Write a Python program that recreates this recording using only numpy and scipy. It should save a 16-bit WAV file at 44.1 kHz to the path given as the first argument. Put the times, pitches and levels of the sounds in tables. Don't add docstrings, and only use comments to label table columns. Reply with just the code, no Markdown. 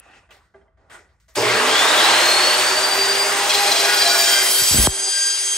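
import sys
import numpy as np
from scipy import signal
from scipy.fft import rfft, irfft, next_fast_len
from scipy.io import wavfile
from scipy.ndimage import uniform_filter1d

SR = 44100
rng = np.random.default_rng(int(sys.argv[2]) if len(sys.argv) > 2 else 0)


def field_ratio(decibels):
    return 10 ** (np.asarray(decibels, dtype=float) / 20)


def bounce(signal):
    frames = np.transpose(np.atleast_2d(signal))
    limited = np.clip(frames, -1, 1)
    pcm = np.round(limited * 32767).astype(np.int16)
    wavfile.write(sys.argv[1], SR, pcm)


N = 245932
TIME = np.arange(N) / SR
PADDED = next_fast_len(N + 8192)
JOLT_S, BITE_S, THROUGH_S = 1.362, 3.492, 4.872

HUM_DB, ROOM_HUM = -63, [(12, -63), (20, -25), (34, -5), (59, 13), (92, 2.5), (231, -11), (300, -41),
                         (390, -47), (660, -120)]

# t/s, peak level/dB, brightness/dB per octave
TAPS = [(0.134, -48, 15), (0.29, -42.5, 7.5), (0.307, -51, 13), (0.342, -46, 9), (0.543, -29.5, 1.5),
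        (0.597, -63, 5), (0.614, -44.5, 7.5), (0.679, -45.5, 4), (0.719, -55, 3), (0.771, -47, 0),
        (0.79, -60, 9), (0.806, -54, -4), (0.838, -46.5, 1), (0.9, -47, 4), (0.949, -39, 8), (1.09, -54, 8),
        (1.282, -49, 4)]
# f/Hz, level/dB, time to fall 60 dB/s
BENCH_MODES = [(392, -7, 0.2), (477, -26, 0.157), (570, -6, 0.06), (649, 0.5, 0.1), (810, -16, 0.13),
               (1171, -13, .08), (1605, -10, 0.047), (2032, -11.5, .04), (3140, -24, .04), (5430, -45, .05)]
TAP_CUT_HZ = 340
TAP_RISE_T60_S, TAP_SPREAD_DB = .025, 3

# start t/s, fullest t/s, level/dB, dying/dB per s, brightness/dB
SCUFFS = [
    (0.0, 0.18, -51, 138, -6.5),
    (0.29, 0.304, -48.5, 97, -12),
    (0.307, 0.3, -53.5, 107, 2),
    (0.335, 0.345, -51, 110, -3.5),
    (0.54, 0.56, -48, 108, -14.5),
    (0.773, 1.02, -53, 100, -13),
    (0.898, 0.95, -42.5, 156, -3),
    (1.06, 1.1, -66, 89.5, -3.5),
    (1.2, 1.2, -71.5, 150, 4.5),
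    (1.281, 1.29, -59.5, 151.5, 2),
]
# f/Hz, level/dB, share of brightness, share of dying, floor level/dB
SCUFF_REGISTERS = [(690, 7, 0, 1.04, -84), (2700, 1, 1.5, 1.26, -88), (7900, -8, 1.5, 1.18, -90.5),
                   (12000, -16, 3, 1.6, -100)]
SCUFF_SWELL_DB = 6
# f/Hz, width/Hz, level/dB, hand lets go t/s
CLAMP_MODES = [(980, 65, -13, 1.4), (1470, 130, 2, 1.3), (1920, 200, 1.5, 1.4), (2640, 400, 0, 0.34),
               (2600, 140, 5, 0.34), (2840, 45, -3, .33), (3180, 30, -11, 1.4), (802, 40, -7, 1.4),
               (1180, 40, -3, 1.4)]

# t/s, level/dB, first sweep time/s, dying time/s
KNOCKS = [
    (4.619, -30, 0.00413, 0.027),
    (4.711, -23, 0.0048, 0.02),
    (4.744, -15.5, 0.00236, 0.029),
    (4.757, -17, 0.0027, 0.014),
    (4.785, -16, 0.0017, 0.024),
    (4.799, -15, 0.0021, 0.0089),
    (4.837, -24, 0.00218, 0.022),
    (4.8716, -4.5, 0.00062, 0.02),
]
# t/s, level/dB
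RUMBLE = [
    (4.59, -36),
    (4.63, -35),
    (4.682, -51),
    (4.71, -25),
    (4.794, -12),
    (4.904, -29),
    (4.95, -67),
]
SHUDDER_DB = -9
# t/s, level/dB, f/Hz, fullest after/s
SWAY = (4.78, -13, 55, .024)
DUCK_DB, DUCK_RELEASE_S = -12, 0.13

# t/s, level/dB, brightness/dB
ROAR = [(1.349, -63, -7), (1.356, -27.5, 1.5), (1.367, -28.5, 1), (1.457, -25, -9.5), (1.56, -23.5, -10),
        (1.84, -20, -8.5), (2.03, -19, -7), (2.54, -21, -4), (2.79, -22.5, -2.5), (3.48, -23, -2),
        (3.67, -22.5, -1.5), (4.07, -23, 0.5), (4.22, -21.5, 5.5), (4.48, -23, 7), (4.71, -23, 13.5),
        (4.87, -23.5, 9), (5.05, -26, 14), (5.58, -29.5, 14)]
# f/Hz, level/dB
ROAR_SHAPE = [(40, -36), (90, -10.5), (180, -14), (350, 0.5), (700, 0.5), (1500, -1.5), (3000, -3),
              (6000, -3.5), (9000, -3.5)]
# f/Hz, level/dB, share of brightness, level added by chips/dB
REGISTERS = [(340, 3.5, -0.32, 0), (1176, 11, -0.61, -0.1), (3990, 11, -0.15, 2.5), (6870, 7.5, 0.32, -0.2),
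             (12000, -14.5, 0.57, 3.5)]
# f/Hz, width/Hz, level/dB
HOUSING = [(615.8, 16, 4.5), (840, 97, -10.5), (1587, 15, -0.5), (1941, 31, -3.5)]
LOW_LAG_DB, LOW_LAG_S = -10, .25
TOP_LOST_DB, TOP_LOST_S = -19, 0.046
SPLIT_HZ, SPLIT_WIDTH_HZ, TOP_TILT_DB_PER_OCT = 11000, 250, -10

# f/Hz, width/Hz, level/dB, time to fall 60 dB/s
JOLT = [(119.2, 2.84, -31, 1.2), (374, 38, -24.5, 0.46), (440, 55, -23.5, 4.3), (597, 22, -25.5, 1.9),
        (806, 110, -28.5, 0.78), (2140, 44, -35, 1.4), (4840, 230, -23, 0.35)]
# f/Hz, width/Hz, level/dB, t/s, lasting time/s
RATTLES = [
    (2130, 110, -26, 1.47, 0.026),
    (3380, 220, -23, 1.98, 0.028),
    (1750, 130, -25, 1.57, .03),
    (3020, 710, -23.5, 2.16, 0.17),
    (2960, 510, -26, 2.52, 0.12),
]
# t/s, once a turn level/dB, twice a turn level/dB
ROTOR = [
    (1.5, -43, -44),
    (1.8, -41.5, -64.5),
    (2.5, -33.5, -50),
    (3.2, -36.5, -34),
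    (3.9, -36.5, -34),
    (4.5, -43, -72),
    (4.86, -50, -65),
    (4.9, -43.5, -47.5),
    (5.58, -43, -57),
]
# multiple of the rotor, level/dB, loudest t/s, lasting time/s
GEAR = (20.7, -30, 1.555, .03)
# t/s, blade rate f/Hz, tone level/dB
FAN = [(1.36, 1306, -57), (1.5, 2094, -25), (1.55, 2435, -33), (1.59, 2693, -31), (1.68, 3090, -33),
       (1.705, 3189, -24.5), (1.8, 3464, -23.5), (1.85, 3586, -29), (1.91, 3740, -23.5), (1.99, 3873, -29),
       (2.06, 3960, -24.5), (2.12, 4065, -29), (2.2, 4174, -25.5), (2.35, 4293, -20), (2.6, 4510, -29),
       (2.85, 4644, -24), (3.22, 4766, -22), (3.3, 4785, -34), (3.5, 4856, -37), (3.915, 4793, -35),
       (3.95, 4793, -23.5), (4.14, 4700, -24), (4.45, 4604, -32), (4.86, 4653, -35)]
# t/s, beat rate f/Hz
BEAT = [(1.36, 70), (2.0, 55), (2.35, 33), (2.6, 24), (2.81, 16.5), (2.88, 12.5), (2.97, 11), (3.06, 10)]
BEAT_S, BEAT_DB, FAN_FREED_DB = 3.11, 4, -16
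NULL_HZ, NULL_WIDTH_HZ, NULL_DB = 3810, 35, -9
WHINE_ROUGH_DB, WHINE_CLEARS_DB_PER_S = -1, 8
WHINE_TWICE_DB = -15
WHINE_BURIED_DB, WHINE_EMERGES_S = -11, .2

# f/Hz, width/Hz, level/dB, loudest t/s, lasting time/s
SINGING = [(684, 2.5, -29.5, 3.82, 0.096), (690, 2.5, -24.5, 4.08, 0.048), (680, 2.5, -27.5, 4.22, 0.092),
           (686, 2.5, -37.5, 4.4, 0.15), (1460, 3.3, -23.5, 3.93, 0.075), (1457, 3.3, -24.5, 4.14, 0.042),
           (1453, 3.3, -27, 4.32, 0.053), (1463, 3, -35, 4.55, 0.16), (2070, 5.1, -29.5, 4.38, 0.099),
           (2370, 4.1, -30.5, 4.18, 0.14), (2450, 12, -33, 3.85, 0.14), (2480, 21, -45, 3.54, 0.24),
           (1680, 8.7, -27, 4.155, 0.21), (3725, 28, -31, 4.2, 0.24), (4120, 30, -26, 4.06, 0.045),
           (4900, 11.4, -32, 4.64, 0.158), (5180, 20, -30.5, 4.25, 0.275), (4510, 10, -29, 4.58, 0.062),
           (5418, 11, -30.5, 4.46, 0.66), (5520, 71, -27, 4.18, 0.17), (6950, 15.3, -33, 4.16, 0.17),
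           (6660, 30.6, -46, 4.8, 0.17), (7000, 39, -28.5, 4.24, 0.19), (8060, 28, -43, 4.5, 0.18),
           (8777, 25, -29.5, 4.262, 0.19)]
# t/s, pair rate f/Hz
PAIR_RATE = [(3.492, 822), (3.7, 822.5), (4.0, 811), (4.12, 799), (4.25, 796), (4.4, 790.8), (4.55, 791.4),
             (4.7, 794.4), (4.85, 797.3), (5.0, 799.2), (5.15, 800.2), (5.58, 800.5)]
# t/s, share of pitch
WANDER = [(3.47, .004), (4.1, .004), (4.4, .0015), (4.9, .0003), (5.58, .0003)]
# multiple of the pair rate, level/dB
TEETH = [(1, -40), (2, -42.5), (3, -37.5), (4, -33.5), (5, -33.5), (6, -32.5), (7, -35.5), (8, -33.5),
         (9, -41), (10, -33), (11, -40.5), (12, -31.5), (13, -39), (14, -34.5), (16, -40), (18, -45)]
# t/s, even multiples level/dB, their brightness/dB per octave, odd multiples level/dB
CUT = [
    (3.492, 0, -22, 5.5),
    (3.6, 0.5, -5, 0),
    (3.78, 3, -7, 4),
    (4.1, -2.5, -1, 3),
    (4.35, 5.5, -15, -1.5),
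    (4.55, -5, 7.5, -6),
    (4.8, 3.5, 7, -7),
    (5.05, 0.5, 6, -28),
    (5.58, -1.5, 5.5, -19),
]
# multiple of the pair rate, level/dB, loudest t/s, lasting time/s
SQUEALS = [(2, -31, 3.9, 0.045), (4, -33, 4.05, 0.12), (2, -39, 3.9, 0.1), (4, -31.5, 4.31, 0.094),
           (2, -31, 4.35, 0.05), (4, -32, 4.56, 0.1), (14, -29, 4.55, 0.072), (6, -38, 4.7, 0.13),
           (10, -31, 4.74, 0.054), (4, -38, 4.85, 0.028), (6, -25, 5.186, 0.19), (5, -34, 3.505, 0.022),
           (5, -34, 3.57, 0.04), (5, -35, 3.72, 0.053), (5, -35, 4.05, 0.06), (7, -33.5, 3.5, 0.012),
           (6, -35, 4.48, 0.15), (8, -31, 5.49, 0.06), (8, -35, 5.02, 0.048), (8, -34, 5.25, .07),
           (4, -40, 5.14, .06), (4, -41, 5.3, .05), (10, -29.5, 5.2, 0.14), (12, -36, 5.04, 0.052),
           (12, -28, 4.45, 0.16), (4, -30, 3.53, 0.038), (2, -30, 5.225, 0.087), (4, -37, 5.52, 0.08)]
HIGH_TEETH_LOST_DB = -23.5
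# most at t/s, lasting time/s, sharpness, gained level/dB
HIGH_TOOTH = (3.84, .26, 1.2, 4.5)
BEADED = {4: 1.6, 5: 0, 7: .3}
# t/s, depth 0-1
THROB = [(3.49, 0.56), (4.0, 0.37), (4.3, 0.21), (4.6, 0.4), (4.9, 0.27), (5.58, 0.21)]
THROB_TOP = 5

# f/Hz, likeness 0-1
LIKENESS = [(60, .99), (240, .95), (480, .88), (950, .66), (1900, .72), (3800, .45), (6500, .8), (8400, .9),
            (15000, .97)]
# f/Hz, lead/rad
LEAD = [(100, -0.026), (1980, 0.44), (3100, 0.83), (3960, 0.56), (4650, 0.79), (6500, 0.95)]
# f/Hz, lead/rad
TREBLE_LEAD = [(8400, 0), (10200, -3.14), (12000, -6.28), (13750, -9.42), (15500, -12.57), (17000, -15.2)]
# f/Hz, level/dB
LOUDER = [(60, 0), (120, -0.5), (240, 0.5), (480, -0.5), (950, -3), (1890, -1.0), (3770, 3), (7520, 0.0),
          (15000, -2.5)]
SHOP_T60_S, SHOP_DB = .35, -11.5
# t/s, f/Hz, level/dB
BASS_CUT = (5.085, 900, -10)
# from f/Hz, swing/Hz, to f/Hz, swing/Hz
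TREBLE_GAPS = [
    [(9760, 60, 10650, 220), (13050, 220, 14400, 250), (15900, 100, 30000, 0)],
    [(8350, 350, 8600, 250), (11550, 150, 12800, 330), (14950, 220, 30000, 0)],
]
GAP_BAND_HZ, STRAY_GAPS, STRAY_KEPT = 172, .13, .05
GIVEN_UP_HZ = 9740
KEPT_HZ = [11200, 12800]
# f/Hz, share of the time
SOMETIMES_KEPT = (14400, .45)


def rms_one(x):
    return x / np.sqrt(np.mean(x ** 2) + 1e-20)


def in_time(rows, before=-120.):
    s, *columns = np.transpose(rows)
    return np.array([np.interp(TIME, s, c, left=before) for c in columns])


def at_hz(points, hz):
    points = np.array(points)
    return np.interp(np.log(hz), np.log(points[:, 0]), points[:, 1])


def drift(rate):
    r = np.exp(-80 * np.pi * rate / SR)
    slow = signal.lfilter([1], [1, -2 * r, r * r], rng.standard_normal(N // 40 + 2002))[2000:]
    return np.interp(np.arange(N) / 40, np.arange(len(slow)), rms_one(slow))


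def resonance(x, hz, width_hz):
    r = np.exp(-np.pi * width_hz / SR)
    turn = -2 * r * np.cos(2 * np.pi * hz / SR)
    return signal.lfilter([(1 - r * r) / 2, 0, (r * r - 1) / 2], [1, turn, r * r], x)


def ring(clicks, hz, t60):
    r, w = field_ratio(-60 / (t60 * SR)), 2 * np.pi * hz / SR
    return signal.lfilter([0, np.sin(w)], [1, -2 * r * np.cos(w), r * r], clicks + 1e-18)


def bump(at, lasts):
    return np.exp(-((TIME - at) / lasts) ** 2)


def high_pass(x, order, hz):
    return signal.sosfilt(signal.butter(order, hz, "high", fs=SR, output="sos"), x)


def banded(curves_db, curve_hz, shape, patchy_db):
    out, together, edges = 0, drift(5), 40 * 2 ** np.arange(0, 8.6, .5)
    white = rng.standard_normal((2, 2, N))
    index = np.arange(len(curve_hz))
    for k, (low, high) in enumerate(zip(edges, edges[1:])):
        hz = np.sqrt(low * high)
        place = np.interp(np.log(hz), np.log(curve_hz), index)
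        shares = np.maximum(1 - abs(place - index), 0)
        flicker_db = patchy_db * (0.11 * together + drift(9.3))
        gain = field_ratio(shares @ curves_db + at_hz(shape, hz) + flicker_db)
        band = signal.butter(2, [low, high], "band", fs=SR, output="sos")
        out = out + gain * signal.sosfilt(band, white[k % 2])
    return out


def tone(phase, level_db, flicker_db, rate):
    strength = np.sqrt(2) * field_ratio(level_db + flicker_db * drift(rate))
    return strength * np.sin(phase + rng.uniform(0, 2 * np.pi))


def duck_db():
    return DUCK_DB * np.exp(-np.maximum(TIME - THROUGH_S, 0) / DUCK_RELEASE_S) * (TIME > THROUGH_S)


def room_rumble():
    hz = np.maximum(np.arange(N // 2 + 1) * SR / N, 1)
    return field_ratio(HUM_DB) * rms_one(irfft(rfft(rng.standard_normal(N)) * field_ratio(at_hz(ROOM_HUM, hz)), N))


def bench_taps():
    at_s, peak_db, bright_db = np.transpose(TAPS)
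    at, taps = np.round(at_s * SR).astype(int), np.zeros(N)
    for hz, db, t60 in BENCH_MODES:
        clicks = np.zeros(N)
        chance_db = rng.normal(0, TAP_SPREAD_DB, len(at))
        clicks[at] = field_ratio(peak_db + db - 8.0 + bright_db * np.log2(hz / 700) + chance_db)
        taps += ring(clicks, hz, t60) - ring(clicks, hz, min(TAP_RISE_T60_S, t60 / 3))
    return high_pass(taps, 4, TAP_CUT_HZ)


def scuff_db():
    _, db, share, dying, out = np.transpose(SCUFF_REGISTERS)[:, :, None]
    for start, fullest, peak_db, dies, bright_db in SCUFFS:
        swell = SCUFF_SWELL_DB * np.minimum((TIME - fullest) / max(fullest - start, .002), 0)
        level = peak_db + share * bright_db + swell - dying * dies * np.maximum(TIME - fullest, 0)
        out = np.maximum(out, np.where(TIME >= start, level, -120))
    return out + db


def scuffs():
    shape = [(150, -7), (350, -.5), (8000, 8), (9500, 6), (11000, 1)]   # f/Hz, level/dB
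    scuff = banded(scuff_db()[:-1], np.transpose(SCUFF_REGISTERS)[0, :-1], shape, patchy_db=2.4)
    clamp = 0
    for hz, width, db, until in CLAMP_MODES:
        held = np.clip((until - TIME) / .05, 0, 1)
        clamp = clamp + field_ratio(db + 6.0) * resonance(scuff, hz, width) * held
    return scuff + clamp


def mount():
    at, db, hz, fullest = SWAY
    t = np.maximum(TIME - at, 0)
    out = field_ratio(db) * (t / fullest * np.exp(1 - t / fullest)) ** 2 * np.sin(2 * np.pi * hz * t)
    for at, db, first, dies in KNOCKS:
        t = np.maximum(TIME - at, 0)
        sweep = np.sin(2 * np.pi * 1.21 * np.log(1 + t / first))
        out += field_ratio(db) * sweep * (1 + t / first) ** -.35 * np.exp(-t / dies)
    shudder = resonance(rng.standard_normal((2, N)), 79.0, 43)
    level = field_ratio(in_time([*RUMBLE, (5.0, -92)])[0] + SHUDDER_DB)
    return out * field_ratio([[.6], [-.6]]) + level * rms_one(shudder[0] + shudder[1] * [[.3], [-.3]])


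def roar_db():
    level_db, bright_db = in_time(ROAR)
    _, db, share, chips_db = np.transpose(REGISTERS)[:, :, None]
    cutting = (TIME > BITE_S) & (TIME < THROUGH_S)
    out = level_db + duck_db() + db + share * bright_db.clip(-15, 25) + chips_db * cutting
    out[0] += LOW_LAG_DB * np.exp(-np.maximum(TIME - JOLT_S, 0) / LOW_LAG_S)
    out[-1] += TOP_LOST_DB * np.clip((TIME - THROUGH_S) / TOP_LOST_S - .4, 0, 1)
    return out


def air_roar():
    roar = banded(roar_db()[:-1], np.transpose(REGISTERS)[0, :-1], ROAR_SHAPE, patchy_db=1.06)
    return roar + sum(field_ratio(db + 2) * resonance(roar, hz, width) for hz, width, db in HOUSING)


def above_split(size):
    hz = np.arange(size // 2 + 1) * SR / size
    return .5 + .5 * np.tanh((hz - SPLIT_HZ) / SPLIT_WIDTH_HZ)


def with_top(noise):
    hz = np.arange(N // 2 + 1) * SR / N
    tilt = field_ratio(TOP_TILT_DB_PER_OCT * np.log2(np.maximum(hz, 1) / 12500))
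    top = irfft(rfft(rng.standard_normal((2, N))) * np.sqrt(above_split(N)) * tilt, N)
    level = field_ratio(np.maximum(roar_db()[-1], scuff_db()[-1]) + 9.0 + 2.0 * drift(21))
    under = np.sqrt(1 - above_split(PADDED))
    return irfft(rfft(noise, PADDED) * under, PADDED)[:, :N] + level * top


def frame_jolt_and_rattles():
    out, shake = 0, rng.standard_normal(N)
    since = np.maximum(TIME - JOLT_S, 0)
    for hz, width, db, t60 in JOLT:
        fading = field_ratio(db - 60 * since / t60) * np.minimum(since / 0.015, 1)
        out = out + fading * rms_one(resonance(shake, hz, width))
    for hz, width, db, at, lasts in RATTLES:
        out = out + field_ratio(db) * bump(at, lasts) * rms_one(resonance(shake, hz, width))
    return out


def rotor(turns):
    once_db, twice_db = in_time(ROTOR)
    multiple, db, at, lasts = GEAR
    hum = tone(turns, once_db, 3.2, 12) + tone(2 * turns, twice_db, 5.1, 3.5)
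    return hum + bump(at, lasts) * tone(multiple * turns, db, 2, 30)


def fan_whine(turns, blade_hz, fan_db):
    since = np.maximum(TIME - JOLT_S, 0)
    beats = np.cumsum(in_time(BEAT)[0].clip(0)) / SR
    beating = np.cos(2 * np.pi * (beats - beats[round(BEAT_S * SR)]))
    fan_db = fan_db + BEAT_DB * beating + FAN_FREED_DB * (TIME > THROUGH_S)
    fan_db = fan_db + NULL_DB * np.exp(-((blade_hz - NULL_HZ) / NULL_WIDTH_HZ) ** 2)
    clean = tone(12 * turns, fan_db + WHINE_BURIED_DB * np.exp(-since / WHINE_EMERGES_S), 2.2, 40)
    rough = tone(12 * turns, fan_db + WHINE_ROUGH_DB - WHINE_CLEARS_DB_PER_S * since, 2, 20)
    return clean + drift(90) * rough + tone(24 * turns, fan_db + WHINE_TWICE_DB, 3, 30)


def motor():
    blade_hz, fan_db = in_time(FAN)
    smooth_hz = np.maximum(uniform_filter1d(blade_hz, size=2000), 0)
    turns = 2 * np.pi * np.cumsum(smooth_hz * (1 + .002 * drift(60))) / SR / 12
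    return rotor(turns) + fan_whine(turns, blade_hz, fan_db) + frame_jolt_and_rattles()


def blade_turn():
    return 2 * np.pi * np.cumsum(in_time(PAIR_RATE)[0].clip(0)) / SR / 35.3 - 2.1


def wobble():
    return 1 + in_time(THROB)[0].clip(0, 1) * np.cos(blade_turn())


def singing():
    out, shake = 0, rng.standard_normal(N)
    for hz, width, db, at, lasts in SINGING:
        if width < 6:
            voice = tone(2 * np.pi * hz * TIME, 0, 1.5, 15)
        else:
            voice = rms_one(resonance(shake, hz, width))
        out = out + field_ratio(db) * bump(at, lasts) * (TIME > BITE_S) * voice
    return out * np.where(TIME > KNOCKS[-1][0], field_ratio(-15), 1)


def teeth():
    pair_hz, (even_db, bright_db, odd_db) = in_time(PAIR_RATE)[0], in_time(CUT)
    wander = in_time(WANDER)[0].clip(0)
    phase = 2 * np.pi * np.cumsum(np.maximum(pair_hz, 0) * (1 + wander * drift(22.8))) / SR
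    most_at, proud_lasts, sharp, gained_db = HIGH_TOOTH
    share = np.exp(-((TIME - most_at) / proud_lasts) ** 4)
    out, turn, throb = 0, blade_turn(), wobble()
    bitten = np.clip((TIME - BITE_S) / .004, 0, 1)
    for k, db in TEETH:
        k = round(k)
        cut_db = odd_db if k % 2 else even_db + bright_db * max(np.log2(k / 6), 0)
        level = field_ratio(db + cut_db)
        for multiple, squeal_db, at, lasts in SQUEALS:
            if round(multiple) == k:
                level = level + field_ratio(squeal_db) * np.exp(-abs((TIME - at) / lasts) ** 3)
        if k in BEADED:
            bead = field_ratio(gained_db) * np.exp(sharp * (np.cos(turn - BEADED[k]) - 1))
            level = level * (1 - share + share * bead)
        level = level * (throb if k <= THROB_TOP else throb ** .3)
        lost_db = HIGH_TEETH_LOST_DB * (k > 13) * (TIME > THROUGH_S)
        out = out + bitten * level * tone(k * phase, duck_db() + lost_db, 1.8, 18)
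    return out


def ports(direct, diffuse):
    hz = np.maximum(np.arange(PADDED // 2 + 1) * SR / PADDED, 1)
    alike = np.clip(at_hz(LIKENESS, hz), 0, 1)
    shared, unlike = rfft(diffuse, PADDED)
    mid = rfft(direct, PADDED) + np.sqrt((1 + alike) / 2) * shared
    side = np.sqrt((1 - alike) / 2) * unlike
    half = field_ratio(at_hz(LOUDER, hz) / 2) * np.exp(.5j * at_hz([*LEAD, *TREBLE_LEAD], hz))
    return irfft(np.array([(mid + side) * half, (mid - side) / half]), PADDED)[:, :N]


def shop(x, t60, wet_db):
    t = np.arange(SR // 2) / SR
    tail = rng.standard_normal((2, len(t))) * field_ratio(-60 * t / t60) * (t > .006)
    tail = tail / np.sqrt(np.sum(tail[0] ** 2))
    return field_ratio(wet_db) * signal.fftconvolve(x[None], tail, axes=1)[:, :N]


def scene():
    direct = room_rumble() + bench_taps() + motor() + wobble() ** 0.54 * singing() + teeth()
    noise = with_top(scuffs() + air_roar() * wobble() ** 0.061)
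    return ports(direct, noise) + shop(direct, SHOP_T60_S, SHOP_DB) + mount()


def treble_gaps(x):
    sum_diff = np.roll([x[0] + x[1], x[0] - x[1]], -221, axis=1) / 2
    hz, frames, z = signal.stft(sum_diff, SR, nperseg=2048)
    tall_hz = hz[:, None]
    band = np.round(hz / GAP_BAND_HZ).astype(int)[:, None]
    band_hz = band * GAP_BAND_HZ
    luck = rng.random((2, band.max() + 1, len(frames) // 2 + 1)).repeat(2, axis=2)
    luck = luck[:, band[:, 0], :len(frames)]
    kept = (luck > STRAY_GAPS) | (tall_hz < SPLIT_HZ)
    for channel, gaps in enumerate(TREBLE_GAPS):
        for low, low_swing, high, high_swing in gaps:
            sway = uniform_filter1d(rng.standard_normal((2, len(frames))), size=2) * 1.4
            below = band_hz < np.minimum(low + low_swing * sway[0], 15800)
            kept[channel] &= below | (band_hz > high + high_swing * sway[1])
    spared = (hz < GIVEN_UP_HZ) | (abs(tall_hz - KEPT_HZ).min(axis=1) < 60)
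    tone_hz, tone_share = SOMETIMES_KEPT
    lucky = luck < tone_share + np.array([[[0]], [[.4]]])
    spared = spared[:, None] | (abs(tall_hz - tone_hz) < 60) & lucky
    stray = (luck < STRAY_KEPT * np.where(tall_hz > SPLIT_HZ, 1, .3)) & (tall_hz < 15800)
    kept = np.where(frames > THROUGH_S + .04, spared | stray, kept)
    mid, side = np.roll(signal.istft(z * kept, SR, nperseg=2048)[1][:, :N], 221, axis=1)
    return np.array([mid + side, mid - side])


def roll_off(x):
    return signal.sosfilt(signal.butter(12, 16830, fs=SR, output="sos"), x)


def record(dry):
    heard = high_pass(dry, 2, 32)
    at, hz, db = BASS_CUT
    bass = signal.sosfiltfilt(signal.butter(2, hz, fs=SR, output="sos"), heard)
    heard = heard - bass * (1 - field_ratio(db)) * np.clip((TIME - at) / 0.012, 0, 1)
    heard = 1.6 * np.tanh(heard / 1.6)
    mix = treble_gaps(heard)
    return roll_off(mix)


dry = scene()
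out = record(dry)
bounce(out)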